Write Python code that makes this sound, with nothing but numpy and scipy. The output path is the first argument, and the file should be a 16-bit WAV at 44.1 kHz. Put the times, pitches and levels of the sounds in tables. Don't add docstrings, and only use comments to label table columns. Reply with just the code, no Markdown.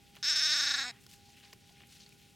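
import sys
import numpy as np
from scipy import signal
from scipy.fft import rfft, irfft
from scipy.io import wavfile
from scipy.ndimage import uniform_filter1d

SR = 44100
rng = np.random.default_rng(int(sys.argv[2]) if len(sys.argv) > 2 else 0)


def generate_wav(signal):
    frames = np.transpose(np.atleast_2d(signal))
    scaled = np.clip(frames, -1, 1) * 32767
    pcm = np.round(scaled).astype(np.int16)
    wavfile.write(sys.argv[1], SR, pcm)


def rack_gain(trim_db):
    fader = np.asarray(trim_db, float)
    return 10 ** (fader / 20)


N = 103635

# frequency in Hz, level in dB per Hz.
AIR_SPECTRUM = [(22, -33), (60, -4.5), (193, -2), (500, -18), (1100, -27), (2600, -17.5), (9000, -25.5),
                (16400, -32)]
# frequency in Hz, correlation from -1 to 1.
EAR_LIKENESS = [(60, 0.61), (130, 0.96), (290, 0.28), (640, 0.14), (1410, 0.69), (3100, 1), (6820, 0.94),
                (15000, 1)]
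AIR_DB, HISS_FLICKER_DB = -62, 1.6

# frequency in Hz, rms level in dB, width in Hz.
MOTOR_LINES = [(124.5, -70, 25), (403.7, -76, 2), (807.5, -71.5, 5), (1453, -85, 6)]

# start in seconds, length in seconds, level in dB, centre in Hz, width in octaves.
RUSTLES = [(0, 0.34, -74, 3550, 0.68), (0.144, 0.055, -64.5, 2800, 0.91), (0.879, 0.14, -66.5, 2300, 0.75),
           (1.0, 0.07, -67, 6500, 1.2), (1.088, 0.11, -62, 5530, 1.06), (1.183, 0.26, -68.5, 4600, 0.75),
           (1.329, 0.15, -66.5, 2920, 0.54), (1.416, 0.15, -66, 3400, 0.86),
           (1.603, 0.25, -70.5, 4300, 0.64), (1.737, 0.18, -68.5, 2970, 0.47),
           (1.88, 0.23, -65, 4600, 0.94), (1.999, 0.066, -63, 4350, 0.44), (2.05, 0.13, -68.5, 4080, 0.7),
           (2.168, 0.19, -70.5, 3500, 0.59), (1.43, 0.04, -81, 630, .3), (1.866, 0.029, -74, 11000, 0.72),
           (1.353, 0.086, -72, 10000, 1.4)]
GRAINS_PER_S, GRAIN_SPREAD_DB, GRAIN_CYCLES, CLUMP_DB = 14000, 1.8, 1.8, 2

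# start in seconds, peak in dB, lowest pitch in Hz.
TICKS = [(.1532, -43, 2500), (.1615, -44, 2500), (.172, -48, 1500), (.187, -50, 2500), (.21, -53, 3000),
         (1.023, -52, 7000), (1.039, -46, 3500), (1.066, -42, 2000), (1.114, -44, 3000), (1.13, -46, 3000),
         (1.303, -49, 2000), (1.401, -50, 3000), (1.5305, -43.5, 1200), (1.532, -47, 2500),
         (1.5346, -45, 2500), (1.5356, -42, 3500), (1.675, -48, 3500), (1.872, -50, 8000),
         (1.945, -48, 6000), (2.092, -46, 5000), (2.127, -51, 5500), (2.216, -49, 6000)]
TICK_S, TICK_TILT = 0.00084, 0.57

# start in seconds, peak in dB, ring in Hz, decay in cycles.
SNAPS = [(.154, -42, 2360, 1.8), (.167, -33, 2900, 1.24), (1.065, -36.5, 5130, 1.8), (1.113, -52, 3180, 2),
         (1.13, -49, 2900, 2), (1.289, -52.5, 830, 1.8), (1.438, -39.5, 2980, 1.4), (1.528, -41, 3060, 3),
         (1.5302, -37, 4800, 3.7), (1.5306, -35, 2100, 1.4), (1.5343, -44.5, 450, 1.06),
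         (1.5306, -44.5, 1010, 1.2), (1.694, -40, 3550, 1), (1.707, -54.5, 775, 2.5),
         (1.806, -37.5, 2180, 0.9), (1.819, -39, 3040, 1.4), (1.836, -38, 2220, 1.05),
         (1.901, -43, 4200, 1.3), (2.007, -46, 4300, 4.1), (2.063, -42, 4400, 4.5), (2.092, -48, 4500, 3),
         (2.124, -51.5, 2400, 10.2)]
SNAP_CRACK_DB, SNAP_CRACK_S = -19.5, 0.004

# crest in seconds, crest pitch in Hz, slack in seconds, slack pitch in Hz.
QUAVERS = [(.243, 302, .256, 274), (.271, 297, .278, 294), (.298, 324, .318, 293), (.325, 296, .342, 253),
           (.363, 316, .379, 294), (.394, 317, .411, 279), (.430, 314, .443, 301), (.461, 318, .481, 286),
           (.496, 305, .509, 295), (.530, 317, .550, 279), (.565, 304, .582, 277), (.601, 307, .621, 269),
           (.635, 290, .652, 259), (.672, 296, .691, 263), (.709, 292, .726, 256), (.746, 289, .766, 246),
           (.788, 280, .806, 260), (.824, 278, .843, 237), (.857, 251, .866, 247), (.886, 252, .903, 229)]
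START_S, STOP_S, START_HZ, STOP_HZ = .2275, .9125, 225, 240
# time in seconds, effort in dB, mouth closing from 0 to 1.
EFFORT = [
    (.229, -31, 0.12),
    (.30, -27.5, 0.05),
    (.46, -26, 0.07),
    (.56, -26.5, 0.27),
    (.68, -28, 0.35),
    (.79, -30.5, 0.61),
    (.85, -33.5, 0.79),
    (.87, -37, 0.99),
    (0.913, -43, 0.97),
]
# crest in dB, slack in dB.
BELLY_PUSH = [(0.45, 1), (0, 0.5), (1.1, 0.5), (0.2, -3), (0.4, .3), (0.7, 0.2), (0.3, 0.7), (0.9, 0.2),
              (.3, 0.8), (0.4, -0.3), (0.6, 0.7), (-0.2, 1), (0.4, -0.2), (0.5, 0.7), (0, -.3),
              (-0.1, -0.3), (0.8, 1.7), (0.7, -0.6), (-0.5, -1.1), (0.8, -0.5)]
FORCE = [.2, .3, .5, .3, .2, .4, .2, 1.4, .1, 1.4, .7, .9, 1, 1.2, 1.2, 1.2, .6, .3, .2, .2]
UPPER_FORCE = [.7, .3, 1.3, .4, 1, 1.1, 1.3, 1, 1.1, .9, 1.1, 1, 1.1, 1, 1.1, 1, 1, .9, .5, .4]
CREST_RING = [0, 0, 1, 0, 0, 2, 0, 11, 0, 9, 4, 6, 5, 8, 7, 7, 6, 4, 2, 0]
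QUAVER_LAG_S, QUAVER_DEEPENS, LOW_RING_SHARE = 0.0027, 0.24, .4
JITTER, SHIMMER_DB, BREATH = .003, 1.1, .04

# open in Hz, closing in Hz, width in Hz, open level in dB, closing level in dB.
THROAT = [(1560, 1470, 237, -10.5, -3.5), (2300, 2180, 660, -13, -9.5), (3736, 3920, 285, -4.5, -8),
          (4780, 4340, 550, -9, -11.5), (5378, 5295, 159, 4, -6), (6350, 6480, 280, -8.5, -12.5),
          (7400, 6960, 610, -18, -11), (8640, 8350, 670, -28, -23.5), (1625, 1660, 88, -16, -1.5),
          (3826, 3900, 85, -17, -2)]
# open, closing in dB per Hz of pitch rise.
SWELL = [(.05, .14), (.02, 0), (.03, .14), (.24, .14), (.11, .02), (-.08, .25), (.3, .04), (.22, .02),
         (.15, .3), (.2, .35)]
# open, closing in Hz per Hz of pitch rise.
SLIDE = [(-.5, -.5), (0, 0), (1.5, 1.5), (9, 6), (.5, .5), (3, -6), (-3, -22), (-3, -8), (2.5, 2.5),
         (.8, .8)]
LIPS_SHUT = [-5, 5, -11, 2.5, 3, 1.5, 1.5, 6.5, -26, 4.5]
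SHUT_S, SHUT_TAKES_S, NARROWED_AT = 0.858, .008, .3
THROAT_CUT_HZ, THROAT_TOP_HZ = 1088, 9500
WANDER, FLICKER_DB = .005, 1.1
# frequency in Hz, width in Hz, open level in dB, closing level in dB.
AIRY_BANDS = [(9480, 1300, -32, -36), (12800, 2800, -36, -37), (14500, 910, -46, -38)]
# frequency in Hz, width in Hz, open share, closing share,
# climb in Hz per Hz of pitch rise.
HOLLOWS = [(2950, 300, .1, .75, .5), (8800, 400, .4, .6, 3), (7150, 500, .7, .8, 22)]
# multiple of the pitch, open level in dB, closing level in dB.
CHEST = [(1, -38, -21.5), (2, -34, -24.5), (3, -34.5, -17), (4, -53, -21), (5, -52, -21)]
CHEST_SHUT_DB, CHEST_SWELL = 3, .08
# frequency in Hz, width in Hz, level in dB.
SIDEWAYS = [(380, 700, -11), (8550, 1600, -14.5)]

# delay in seconds, left level in dB, right level in dB.
ECHOES = [(.0011, -16, -17.5), (.0027, -21, -11), (.0049, -26.5, -17), (.0083, -23, -35)]
TAIL_DB, TAIL_T60_S = -34, .15


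def evened(x):
    return x / np.sqrt(np.mean(x ** 2) + 1e-20)


def smooth_noise(shape, size):
    return evened(uniform_filter1d(rng.standard_normal(shape), size=size))


def read(points, hz):
    f, value = np.transpose(points)
    return np.interp(np.log(hz + 1), np.log(f + 1), value)


def add(mix, s, sound):
    part = mix[..., round(s * SR):][..., :sound.shape[-1]]
    part += sound[..., :part.shape[-1]]


def resonate(x, hz, width, part=np.imag):
    turn = np.exp(2j * np.pi * np.cumsum(hz * np.ones(len(x))) / SR)
    r = np.exp(-np.pi * width / SR)
    return 2 * part(turn * signal.lfilter([1 - r], [1, -r], x / turn))


def resonate_twice(x, hz, width, part=np.imag):
    return resonate(resonate(x, hz, width, part), hz, width)


def between(start, end, share):
    return start + (end - start) * share


def air():
    hz = np.fft.rfftfreq(N, 1 / SR)
    same = np.clip(read(EAR_LIKENESS, hz), -1, 1)
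    a, b = rfft(rng.standard_normal((2, N)))
    shaped = np.array([a, same * a + np.sqrt(1 - same ** 2) * b]) * rack_gain(read(AIR_SPECTRUM, hz))
    low = irfft(shaped * (hz < 5500), N)
    high = irfft(shaped * (hz >= 5500), N)
    flicker = rack_gain(HISS_FLICKER_DB * smooth_noise(N, 1500))
    return rack_gain(AIR_DB) * evened(low + high * flicker)


def whine():
    t = np.arange(N) / SR
    out = np.zeros(N)
    for hz, db, width in MOTOR_LINES:
        steady = np.sqrt(2) * np.sin(2 * np.pi * hz * t)
        waver = evened(resonate(rng.standard_normal(N), hz, width))
        fade = rack_gain(-4 * (width > 20) * t / t[-1])
        out += rack_gain(db) * evened(steady + (0.38 + width / 25) * waver) * fade
    return out


def rustle():
    t = np.arange(N) / SR
    out = np.zeros((2, N))
    pitches = np.geomspace(500, 15500, num=32)
    clumps = rack_gain(CLUMP_DB * smooth_noise(N, 500))
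    size = rack_gain(GRAIN_SPREAD_DB * np.minimum(rng.exponential(1, N), 4))
    size = size * (rng.random(N) < GRAINS_PER_S / SR) * clumps
    kind = rng.integers(0, len(pitches), N)
    sides_db = rng.normal(0.53, 1.0, len(pitches))
    swells = np.array([rack_gain(db) * np.sin(np.pi * np.clip((t - s) / length, 0, 1) ** 0.56)
                       for s, length, db, *_ in RUSTLES])
    for k, hz in enumerate(pitches):
        u = t[:900] * hz
        grain = u * np.exp(-u / GRAIN_CYCLES) * np.sin(2 * np.pi * u)
        grains = evened(signal.oaconvolve(size * (kind == k), grain)[:N])
        share = np.array([np.exp(-(np.log2(hz / mid_hz) / wide) ** 2) / wide for *_, mid_hz, wide in RUSTLES])
        level = np.sqrt(share @ swells ** 2 / 4)
        out += grains * level * rack_gain(np.array([[1], [-1]]) * sides_db[k])
    return out


def ticks():
    out = np.zeros((2, N))
    t = np.arange(500) / SR
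    for (s, db, low_hz), noise in zip(TICKS, rng.standard_normal((len(TICKS), 2, len(t)))):
        burst = (noise[0] + .25 * noise) * np.exp(-t / TICK_S)
        burst = signal.lfilter([1], [1, -TICK_TILT], burst)
        burst = signal.sosfilt(signal.butter(2, low_hz, "high", fs=SR, output="sos"), burst)
        add(out, s, rack_gain(db) * burst / abs(burst).max())
    return out


def snaps():
    out = np.zeros(N)
    t = np.arange(600) / SR
    noise = rng.standard_normal((len(SNAPS), len(t)))
    for (s, db, hz, cycles), crack in zip(SNAPS, noise):
        ring = np.minimum(t * hz, 1) * np.exp(-t * hz / max(cycles, .3)) * np.sin(2 * np.pi * hz * t)
        crack = evened(resonate_twice(crack, hz, 2 * hz)) * np.exp(-t / SNAP_CRACK_S)
        add(out, s, rack_gain(db) * (ring + rack_gain(SNAP_CRACK_DB) * crack))
    return out


def belly(t, closing):
    turn_s, turn_hz = np.transpose([(START_S, START_HZ), *np.reshape(QUAVERS, (-1, 2)), (STOP_S, STOP_HZ)])
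    turn_number = np.arange(len(turn_s))
    crest_s = turn_s[1:-1:2]
    place = np.interp(t, turn_s, turn_number)
    eased = np.floor(place) + .5 - .5 * np.cos(np.pi * (place % 1))
    hz = np.interp(eased, turn_number, turn_hz)
    belly_db = np.interp(eased, turn_number, np.pad(np.ravel(BELLY_PUSH), 1, mode="edge"))
    rise = hz - uniform_filter1d(hz, size=3200, mode="nearest")
    rise = np.interp(t - QUAVER_LAG_S, t, rise) * (1 + QUAVER_DEEPENS * closing)
    push = rise * np.interp(t, crest_s, FORCE)
    upper = rise * np.interp(t, crest_s, UPPER_FORCE)
    crest = .5 - .5 * np.cos(np.pi * np.interp(t - QUAVER_LAG_S, t, eased))
    ring_db = crest ** 2 * np.interp(t, crest_s, CREST_RING)
    return hz, belly_db, push, upper, ring_db


def vocal_folds(turns):
    pulses = -evened(sum(np.cos(2 * np.pi * k * turns) for k in range(1, 56))) * (turns > -1 / 20)
    puffs = evened(np.exp(-(turns % 1) / 0.82) * rng.standard_normal(len(turns)))
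    return pulses, puffs


def throat(drive, closing, shut, push, upper, ring_db, drift):
    out = np.zeros(len(drive))
    narrowed = np.minimum(closing / NARROWED_AT, 1) ** 2
    for k, (open_hz, closing_hz, width, open_db, closing_db) in enumerate(THROAT):
        force = upper if 2 < k < 8 else push
        hz = between(open_hz, closing_hz, closing) + between(*SLIDE[k], narrowed) * force
        db = between(open_db, closing_db, closing) + between(*SWELL[k], narrowed) * force
        db = db + FLICKER_DB * (drift[-k] - 1) / WANDER + LIPS_SHUT[k] * shut
        db = db + ring_db * {8: LOW_RING_SHARE, 9: 1}.get(k, 0)
        sign = -1 if k < 8 and k % 2 else 1
        out += sign * rack_gain(db) * resonate(drive, hz * drift[k], width)
    band = signal.butter(4, [THROAT_CUT_HZ, THROAT_TOP_HZ], "band", fs=SR, output="sos")
    return signal.sosfilt(band, out)


def airy_top(breathy, closing, drift):
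    out = np.zeros(len(breathy))
    for (hz, width, open_db, closing_db), d in zip(AIRY_BANDS, drift):
        db = between(open_db, closing_db, closing) + 260 * (d - 1)
        out += rack_gain(db) * resonate_twice(breathy, hz * d ** 3, width)
    return out


def hollowed(voice, closing, upper):
    for mid_hz, width, open_share, closing_share, climb in HOLLOWS:
        share = np.clip(between(open_share, closing_share, closing), 0, 1)
        voice = voice - share * resonate(voice, mid_hz + climb * upper, width, np.real)
    return voice


def chest_hum(turns, closing):
    return sum(rack_gain(between(open_db, closing_db, closing)) * np.sin(2 * np.pi * round(k) * turns)
               for k, open_db, closing_db in CHEST)


def bleat():
    t = np.arange(START_S, STOP_S + .02, 1 / SR)
    s, effort_db, closing = np.transpose(EFFORT)
    closing = np.clip(np.interp(t, s, closing), 0, 1)
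    shut = np.clip((t - SHUT_S) / SHUT_TAKES_S, 0, 1)
    hz, belly_db, push, upper, ring_db = belly(t, closing)
    drift = 1 + WANDER * smooth_noise((len(THROAT), len(t)), 900)
    jitter, shimmer = smooth_noise((2, len(t)), 150)
    turns = np.cumsum(hz * (1 + JITTER * jitter)) / SR - 1 / 8
    voiced = (t < STOP_S) * rack_gain(np.interp(t, s, effort_db) + belly_db + SHIMMER_DB * shimmer)
    pulses, puffs = vocal_folds(turns)
    breathy = voiced * rack_gain(0.042 * push) * (pulses + puffs)
    voice = throat(voiced * (pulses + BREATH * puffs), closing, shut, push, upper, ring_db, drift)
    voice = hollowed(voice + airy_top(breathy, closing, drift), closing, upper)
    chest_level = voiced * (t > START_S + .004) * rack_gain(CHEST_SHUT_DB * shut + CHEST_SWELL * push)
    chest = uniform_filter1d(chest_level, size=300) * chest_hum(turns, closing)
    out = np.zeros(N)
    add(out, START_S, rack_gain(10.5) * voice + chest)
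    return out


def pen(x):
    t = np.arange(SR // 4) / SR
    tail = rng.standard_normal((2, len(t))) * rack_gain(-60 * t / TAIL_T60_S) * (t > .01)
    taps = rack_gain(TAIL_DB) * tail / np.linalg.norm(tail[0])
    taps[:, 0] = 1
    for s, left_db, right_db in ECHOES:
        taps[:, round(s * SR)] += rack_gain([left_db, right_db])
    return signal.fftconvolve(x[None], taps, axes=1)[:, :N]


def scene():
    lamb = bleat()
    side = sum(rack_gain(db) * resonate_twice(lamb, hz, width, np.real) for hz, width, db in SIDEWAYS)
    voice = pen(lamb) + side * np.array([[-1], [1]])
    straw = pen(snaps()) * rack_gain([[.4], [-.4]]) + rustle() + ticks()
    return voice + straw + air() + whine() * rack_gain([[-1.2], [1.2]])


def band_limit(x):
    return signal.sosfilt(signal.butter(12, 16750, fs=SR, output="sos"), x)


def record(dry):
    edge = signal.firwin(511, 16720, window=("kaiser", 9), fs=SR)
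    mix = signal.oaconvolve(dry, edge[None], "same")
    return band_limit(mix)


dry = scene()
out = record(dry)
generate_wav(out)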